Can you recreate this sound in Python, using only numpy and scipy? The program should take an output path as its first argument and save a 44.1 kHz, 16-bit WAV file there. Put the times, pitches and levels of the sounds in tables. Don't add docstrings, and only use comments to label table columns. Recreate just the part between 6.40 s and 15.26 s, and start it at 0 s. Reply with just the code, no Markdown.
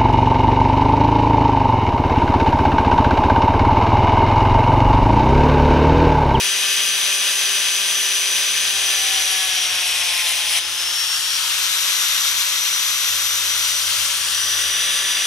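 import sys
import numpy as np
from scipy import signal
from scipy.fft import rfft, irfft, next_fast_len
from scipy.io import wavfile
from scipy.ndimage import uniform_filter1d, map_coordinates

SR = 44100
rng = np.random.default_rng(int(sys.argv[2]) if len(sys.argv) > 2 else 0)


def write(x):
    x = np.atleast_2d(x).T
    wavfile.write(sys.argv[1], SR, np.round(np.clip(x, -1, 1) * 32767).astype(np.int16))


N = 390726
TIME_S = np.arange(N) / SR
TOUCH_S, SUNK_S, FREE_S = 2.204, 3.765, 4.195
IDLE_RPS, GEAR_RATIO = 195.53, 2.54

# frequency in Hz, left minus right in dB, left's lead in radians, likeness 0-1.
PORTS_AT_BOARD = [(300, 4.5, 0.46, 1), (900, 5.5, 0.02, 0.66), (2040, 0.5, -0.16, 0.82),
                  (2960, 4, 0.5, 0.5), (4030, 7, 0.88, 0.97), (4260, 6.5, 1.4, 0.4),
                  (5000, 5.5, -0.14, 0.73), (6100, -0.5, 0.44, 1), (7200, -1, 1.1, 0.75),
                  (9300, 1.5, 1, 0.16), (11500, 3.5, 1.5, 0.7), (13000, 0.5, 2.1, 0.6),
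                  (15200, -2, 0.89, 0.9)]
PORTS_ASIDE = [(300, 7.5, 0.8, 0.44), (1230, 5, -0.11, 0.7), (2100, 1.5, 0.94, 0.93), (3280, 9, 1.64, 0.28),
               (4040, 10.5, 2.5, .12), (4640, -1, -1.2, 0.41), (5770, 3, 0.53, 0.6),
               (7350, 0.5, 1.75, 0.99), (9500, 3.5, 1.76, 0.99), (11800, 5.5, 2, .6), (14000, -2.5, 2, .5)]


def amp(db):
    return 10 ** (np.asarray(db) / 20)


def unit(x):
    return x / np.sqrt(np.mean(np.abs(x) ** 2) + 1e-20)


def along(rows, hz):
    row_hz, *columns = np.transpose(rows)
    return [np.interp(np.log(hz + 1), np.log(row_hz + 1), column) for column in columns]


def ramp(start_s, end_s):
    return np.clip((TIME_S - start_s) / (end_s - start_s), 0, 1)


def soft_step(x):
    return (1 + np.tanh(x / 2)) / 2


def bumps(rows):
    return sum(height * np.exp(-((TIME_S - at_s) / half_s) ** 2) for at_s, half_s, height in rows)


def wobble(knots_per_s):
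    knots = rng.standard_normal(int(N * knots_per_s / SR) + 4)
    coarse = np.linspace(0, N, 4000)
    return np.interp(np.arange(N), coarse, map_coordinates(knots, [coarse * knots_per_s / SR]))


def filtered(x, response):
    size = next_fast_len(N + 8192)
    return irfft(rfft(x, size) * response(np.fft.rfftfreq(size, 1 / SR)), size)[..., :N]


def phase_of(hz):
    return 2 * np.pi * np.cumsum(hz) / SR


def tone(phase, flutter_db):
    flutter = amp(flutter_db * (wobble(2.927) + wobble(22)))
    return unit(flutter * np.sin(phase + rng.uniform(0, 2 * np.pi)))


def noise(spectrum):
    return unit(filtered(rng.standard_normal((2, N)), lambda hz: amp(along(spectrum, hz)[0])))


def narrow_noise(phase, width_hz):
    lowpass = lambda hz: 1 / (1 + 1j * hz / width_hz) / (1 + (hz / 400) ** 2)
    shiver = filtered(rng.standard_normal((2, N)), lowpass)
    return unit(shiver[0] * np.cos(phase) + shiver[1] * np.sin(phase))


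def band(hz, centre_hz, width_oct):
    return np.exp(-(np.log2((hz + 1) / centre_hz) / width_oct) ** 2)


def placed(ports, direct, scattered=np.zeros(N)):
    def response(hz):
        balance_db, lead_rad, alike = along(ports, hz)
        alike = np.clip(alike, 0, 0.98) if np.any(scattered) else np.ones_like(hz)
        left = amp(balance_db / 2) * np.exp(0.5j * lead_rad)
        same, opposed = np.sqrt((1 + alike) / 2), np.sqrt((1 - alike) / 2)
        sum_power = abs(left) ** 2 + abs(left) ** -2 + 2 * alike * np.cos(lead_rad)
        mean_gain = np.maximum(np.sqrt(sum_power + 1e-9) / 2, 0.5)
        return np.array([[left * same, left * opposed], [same / left, -opposed / left]]) / mean_gain
    return filtered(np.array([direct, scattered]), response).sum(axis=1)


def yard():
    # time in seconds, pitch in Hz, level in dB.
    engine = [(0.0, 99.7, -73), (1.55, 95.9, -68), (2.2, 94.4, -57.5), (6.25, 95.2, -60), (6.8, 94, -53),
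              (8.17, 93, -53), (8.86, 89.1, -63)]
    # frequency in Hz, relative density in dB.
    rumble_spectrum = [(20, -13), (35, -4), (48, 7), (62, 3), (120, 1), (250, -10), (600, -20), (3000, -45)]
    times_s, pitches_hz, levels_db = np.transpose(engine)
    engine_hz, engine_db = np.interp(TIME_S, times_s, pitches_hz), np.interp(TIME_S, times_s, levels_db)
    drone = amp(engine_db) * tone(phase_of(engine_hz), flutter_db=1.5)
    mains = amp(-67.5) * tone(phase_of(np.full(N, 120)), flutter_db=-3.5)
    mid, side = amp(-66) * noise(rumble_spectrum)
    return (drone + mains) * amp([[1.5], [-1.5]]) + mid + 1.6 * np.array([side, -side])


def ground_dips(x, aside):
    lowered_hz, raised_hz, width_oct = 2400, 1760, 0.12
    swing_db, raised_db = 4, 3
    hz, frame_s, spectra = signal.stft(x, SR, nperseg=512)
    raised = np.interp(frame_s, TIME_S, aside)
    centre_hz = lowered_hz + (raised_hz - lowered_hz) * raised ** 4
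    bands = band(hz[:, None], centre_hz, width_oct) + 0.42 * band(hz[:, None], 1.78 * centre_hz, width_oct)
    dip_db = (swing_db * np.sin(np.pi * raised) + raised_db * raised) * bands
    return signal.istft(spectra * amp(-dip_db), SR, nperseg=512)[1][:, :N]


def pose():
    lift_s, lift_ease_s, return_s, return_ease_s = 4.58, 0.2, 8.02, 0.12
    lifted = soft_step((TIME_S - lift_s) / lift_ease_s)
    returned = soft_step((TIME_S - return_s) / return_ease_s)
    return lifted * (1 - returned), lifted * returned


def cut():
    # time and half length in seconds, relative pressure change.
    pushes = [(2.7, 0.31, 0.14), (3.25, 0.23, -0.19), (4.036, 0.04, -0.18), (4.155, 0.04, 0.13)]
    release_s, scoring_share = 0.015, 0.24
    feed = ramp(TOUCH_S, SUNK_S)
    contact = 1 - ramp(FREE_S - release_s / 2, FREE_S + release_s / 2)
    pressure = feed ** 0.72 * (1 + bumps(pushes)) * contact
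    depth = np.clip((feed - scoring_share) / (1 - scoring_share), 0, 1)
    return pressure, depth


def spindle_speed():
    inertia_s, idle_after_rps, wander_rps = 0.9, 192.85, 0.06
    drag_rps = np.interp(TIME_S, [TOUCH_S, SUNK_S, FREE_S], [0, 39.36, 28.9], right=0)
    pole = np.exp(-1 / (inertia_s * SR))
    sag_rps = signal.lfilter([1 - pole], [1, -pole], drag_rps)
    limit_rps = np.where(TIME_S < FREE_S, IDLE_RPS, idle_after_rps)
    return np.minimum(IDLE_RPS - sag_rps, limit_rps) + wander_rps * wobble(5)


def fan_air(aside, hover, rps, buried, turn):
    # frequency in Hz, relative density in dB.
    air_at_board = [(100, -31.5), (300, -26.5), (600, -15), (850, -15), (1300, -10), (1700, -9.5),
                    (2200, -4), (3200, 0.5), (4200, -2.5), (5000, 0), (6300, -0.5), (7500, -5), (9500, -1),
                    (11000, -3), (12300, -11), (15000, -18)]
    air_aside = [(100, -25.5), (400, -28.5), (620, -21.5), (800, -17.5), (1100, -6.5), (1400, -3),
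                 (2300, -2.5), (3500, 2.5), (4500, -1.5), (5600, 3), (6600, 2.5), (7600, -2.3),
                 (10500, -4.5), (12300, -2.5), (14000, -10), (15200, -19.5)]
    air_hovering = [(100, -31), (300, -27.5), (550, -20.5), (850, -20), (1500, -8.5), (2250, -7.5),
                    (2700, -3.5), (3100, -2.5), (3450, 1.5), (3800, -2), (4300, -13), (4800, -4),
                    (5350, -12), (6300, -5), (6600, -10), (7450, -15.5), (8600, -10), (10800, -11.5),
                    (13000, -22.5), (15000, -26)]
    air_swinging = [(100, -27), (400, -25.5), (750, -18), (1050, -7), (1400, -3), (2000, -4), (2500, -2),
                    (2950, 2.5), (3100, 2), (3270, 6.5), (3500, 1.5), (4300, 0.5), (4900, 1.5), (6200, -2),
                    (6650, -3.5), (7600, -6), (8700, -2.5), (10800, -7), (12300, -8.5), (15000, -21)]
    ports_swinging = [(300, 8, 0.1, 0.7), (1300, 6, 0.1, 0.85), (2200, 2, 0.5, 0.65),
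                      (3200, 9.5, 1.1, 0.61), (4000, 7, 0.6, 0.35), (4900, 5, 0.3, 0.65),
                      (6400, 0, 0.4, 0.54), (8600, 3, 1.5, 0.6), (11200, 2, 2.1, 0.6), (14000, -2, 2, 0.5)]
    # centre in Hz, half width in Hz, lift in dB.
    guard_modes = [(1740, 110, 4.5), (2520, 64, 4.5), (2940, 46, 3), (3300, 130, 3.5), (3780, 120, 1),
                   (4280, 120, -4), (6140, 140, 9)]
    # time and half length in seconds, share of the mid-swing pose.
    half_turns = [(4.85, 0.26, 0.87), (7.45, 0.25, 0.55), (7.92, 0.24, 0.89)]
    # time and half length in seconds, level change in dB.
    swells = [(1.65, 0.28, -0.5), (5.35, 0.69, 2), (7.23, 0.1, 1.4), (7.6, 0.12, 1.5)]
    speed_db = 20 * np.log10(rps / IDLE_RPS)
    roar_db = -23 - 2.5 * aside + 3 * speed_db
    hiss_db = -25 - 1.5 * aside - hover + 5 * speed_db - 10 * buried
    guard = lambda hz: amp(sum(db / (1 + ((hz - centre_hz) / width_hz) ** 2)
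                               for centre_hz, width_hz, db in guard_modes))
    held = 1 - np.clip(bumps(half_turns), 0, 1)
    poses = [(filtered(noise(air_at_board), guard), PORTS_AT_BOARD, held * np.abs(1 - aside - hover)),
             (noise(air_aside), PORTS_ASIDE, held * aside),
             (noise(air_hovering), PORTS_AT_BOARD, held * hover),
             (noise(air_swinging), ports_swinging, 1 - held)]
    air = np.zeros((2, N))
    for rush, ports, share in poses:
        lows = filtered(rush, lambda hz: 1 / (1 + (hz / 4800) ** 12))
        roar = unit(lows) * amp(roar_db + 0.56 * wobble(22))
        hiss = unit(rush - lows) * amp(hiss_db + 0.42 * wobble(24))
        air += placed(ports, *(roar + hiss) * np.sqrt(share))
    runout_pumping = 1 + 0.11 * np.sin(turn) + 0.12 * np.sin(2 * turn)
    turbulence_db = 0.31 * wobble(24) + 0.24 * wobble(7.6)
    return air * runout_pumping * amp(bumps(swells) + turbulence_db)


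def fan_whine(aside, hover, pressure, rps, turn):
    # whine pitch in Hz, level in dB.
    housing = [(5170, -35.5), (5280, -32), (5400, -30.5), (5650, -29.5), (5875, -28.3), (5960, -30.8)]
    # time and half length in seconds, level change in dB.
    sweeps = [(0.2, 0.2, -4), (1.8, 0.25, 3), (2.3, 0.09, -5), (4.3, 0.06, -3), (4.45, 0.08, 3),
              (4.66, 0.09, 4), (4.79, 0.03, -3), (4.92, 0.06, 2), (5.06, 0.05, -10), (5.2, 0.2, -4),
              (5.62, 0.08, 2), (6.13, 0.08, -3.5), (7.5, 0.15, -2.5), (7.77, 0.09, -14), (7.9, 0.04, -6),
              (8.07, 0.13, 2)]
    fan_blades = 12
    beam_start_s, beam_end_s, edge_s = 5.25, 7.45, 0.09
    housing_db, = along(housing, fan_blades * GEAR_RATIO * rps)
    aim_db = -1.3 * aside ** 4 + 0.2 * hover + bumps(sweeps)
    phase = fan_blades * GEAR_RATIO * turn + 0.14 * wobble(45)
    falter = unit(amp((1 + aside) * wobble(40) + 2 * pressure * wobble(12)))
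    fundamental = falter * tone(phase, flutter_db=0.6)
    skirt = (aside + hover / 2) * amp(-7) * narrow_noise(phase, width_hz=90)
    in_beam = soft_step((TIME_S - beam_start_s) / edge_s) * soft_step((beam_end_s - TIME_S) / edge_s)
    octave = amp(-46 + 9 * in_beam) * tone(2 * phase, flutter_db=2.0)
    return amp(housing_db + aim_db) * (fundamental + skirt) + octave


def drivetrain(aside, hover, pressure, depth, rps, turn):
    # multiple of the spindle speed, then levels in dB at the board,
    # in a shallow cut, in a deep cut, aside, hovering.
    buzz = [(1, -59, -60, -74, -63, -59), (2, -48.8, -49, -61, -57, -52.5), (3, -52, -50, -58, -53, -50),
            (4, -59, -35.5, -50, -62, -61), (5, -53, -49, -45.5, -49.5, -56),
            (6, -47, -42, -45, -46.5, -45), (7, -54, -46, -54, -45.5, -52), (8, -41, -41, -50, -49, -41),
            (9, -41.5, -30.5, -56, -47, -38.5), (10, -47, -43, -55, -47.5, -40),
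            (11, -53, -39, -43, -46.5, -50), (12, -47, -37, -40, -56, -52), (13, -35.5, -46, -41, -55, -50),
            (14, -49, -38, -37, -48.5, -44), (15, -37, -39, -42, -47.5, -39),
            (16, -48, -35, -53, -45.5, -49), (17, -39, -32, -45, -41.5, -42),
            (18, -48, -37, -49, -46.5, -41), (19, -46, -43, -38, -47.5, -45), (20, -49, -37, -46, -52, -50),
            (21, -50, -50, -40, -54, -55)]
    # multiple of the motor speed, levels in dB at the board and aside.
    rotor = [(1, -58, -70), (2, -53, -53), (3, -52, -51), (4, -45, -48), (6, -51, -51), (8, -50, -48),
             (10, -51, -52), (11, -55, -49), (14.26, -49, -45)]
    unbalance = (rps / rps.max()) ** 6
    strain = (rps.max() - rps) / np.ptp(rps)
    at_board = (1 - aside - hover) * np.clip(1 - pressure, 0, 1)
    rattle_share = 0.6 * (1 - aside)
    hum = np.zeros(N)
    for multiple, board_db, shallow_db, deep_db, aside_db, hover_db in buzz:
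        free = unbalance * np.hypot(amp(board_db) * at_board, amp(aside_db) * aside + amp(hover_db) * hover)
        load = np.maximum(pressure, 0.78 * strain * np.exp(-((multiple - 4) / 3.1) ** 2))
        loaded = load * (amp(shallow_db) * (1 - depth) + amp(deep_db) * depth) * amp(1.5 * wobble(9))
        gear_chatter_rad = 0.35 * load * wobble(70)
        wave = tone(multiple * turn + gear_chatter_rad, flutter_db=1.07)
        if multiple in (1, 3):
            rattle = narrow_noise(multiple * turn, width_hz=14)
            wave = np.sqrt(1 - rattle_share) * wave + np.sqrt(rattle_share) * rattle
        hum += np.hypot(free, loaded) * wave
    for multiple, board_db, aside_db in rotor:
        gain = unbalance * amp(board_db + (aside_db - board_db) * aside)
        hum += gain * tone(multiple * GEAR_RATIO * turn, flutter_db=1.8)
    return hum


def blade_ring(aside, hover, pressure, depth, rps):
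    # pitch in Hz at 196 rps, width in Hz, shift in Hz per rps, then levels in dB
    modes = [(5785, 25, 7, -42, -38, -39, -38, -36), (5790, 25, 0, -41, -40, -38, -38, -36),
             (6120, 22, 0, -34.5, -32, -36, -36, -43), (7080, 15, 0, -47, -55, -55, -41.5, -48),
             (8360, 18, 5.5, -47, -36, -38.5, -43.5, -46), (8900, 25, -5, -44.5, -48, -45, -49, -54),
             (10855, 10, 6.5, -43, -55, -40, -45, -50), (11285, 6, 11, -58, -33.5, -36.5, -62, -62),
             (13460, 15, 12, -66, -39.5, -46, -66, -66), (13600, 20, 6, -60, -48, -51, -66, -62),
             (14050, 15, 2, -70, -66, -52, -70, -70), (15600, 8, 4, -75, -75, -53, -75, -75)]
    # time and half length in seconds, mode in Hz, lift in dB.
    squeals = [(2.92, 0.11, 11285, 5.5), (4.16, 0.05, 10855, 8), (3.88, 0.14, 15600, 5),
               (4.14, 0.08, 15600, 8), (4.15, 0.05, 5785, 4)]
    ring = np.zeros(N)
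    for hz, width_hz, hz_per_rps, board_db, shallow_db, deep_db, aside_db, hover_db in modes:
        free = amp(board_db) * (1 - aside - hover) + amp(aside_db) * aside + amp(hover_db) * hover
        rubbed = pressure * amp(0.5 * wobble(18)) * (amp(shallow_db) * (1 - depth) + amp(deep_db) * depth)
        squeal_db = bumps([(at_s, half_s, db) for at_s, half_s, mode_hz, db in squeals if mode_hz == hz])
        gain = np.hypot(free * (rps / IDLE_RPS) ** 4, rubbed * amp(squeal_db))
        ring += gain * narrow_noise(phase_of(hz + hz_per_rps * (rps - 196)), width_hz)
    return placed(PORTS_AT_BOARD, ring)


def snags(half_s, width_oct):
    # time in seconds, band centre in Hz, level in dB.
    catches = [(3.793, 2480, -25), (3.815, 2150, -31)]
    rasps = np.zeros((2, N))
    for at_s, centre_hz, db in catches:
        rasp = unit(filtered(rng.standard_normal((2, N)), lambda hz: band(hz, centre_hz, width_oct)))
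        rasps += rasp * bumps([(at_s, half_s, amp(db))])
    return placed(PORTS_AT_BOARD, *rasps)


def grinding(pressure, turn, level_db):
    # frequency in Hz, relative density in dB.
    grit_spectrum = [(100, -37), (300, -55), (600, -15.5), (1000, -15.5), (1400, -19), (2000, -7.5),
                     (3200, -1), (4400, -8), (7000, -10), (11000, -10.5), (13000, -19), (15500, -36)]
    grit_db = unit(uniform_filter1d(rng.standard_normal(N), size=30))
    bite = 1 + 0.19 * np.sin(turn) + 0.24 * np.sin(2 * turn)
    scrape = unit(noise(grit_spectrum) * amp(grit_db) * bite) * amp(level_db + 1.3 * wobble(24.98))
    return placed(PORTS_AT_BOARD, *scrape * pressure)


def scene():
    rps = spindle_speed()
    turn = phase_of(rps)
    aside, hover = pose()
    pressure, depth = cut()
    air = fan_air(aside, hover, rps, pressure * depth, turn)
    tones = fan_whine(aside, hover, pressure, rps, turn)
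    tones += drivetrain(aside, hover, pressure, depth, rps, turn)
    motor = placed(PORTS_AT_BOARD, tones * (1 - aside)) + placed(PORTS_ASIDE, tones * aside)
    tool = air + motor + blade_ring(aside, hover, pressure, depth, rps)
    board = grinding(pressure, turn, level_db=-24.5) + snags(half_s=0.015, width_oct=0.38)
    return ground_dips(tool, aside) + board + yard()


def record(dry):
    return filtered(dry, lambda hz: hz < 15750)


dry = scene()
out = record(dry)
write(out)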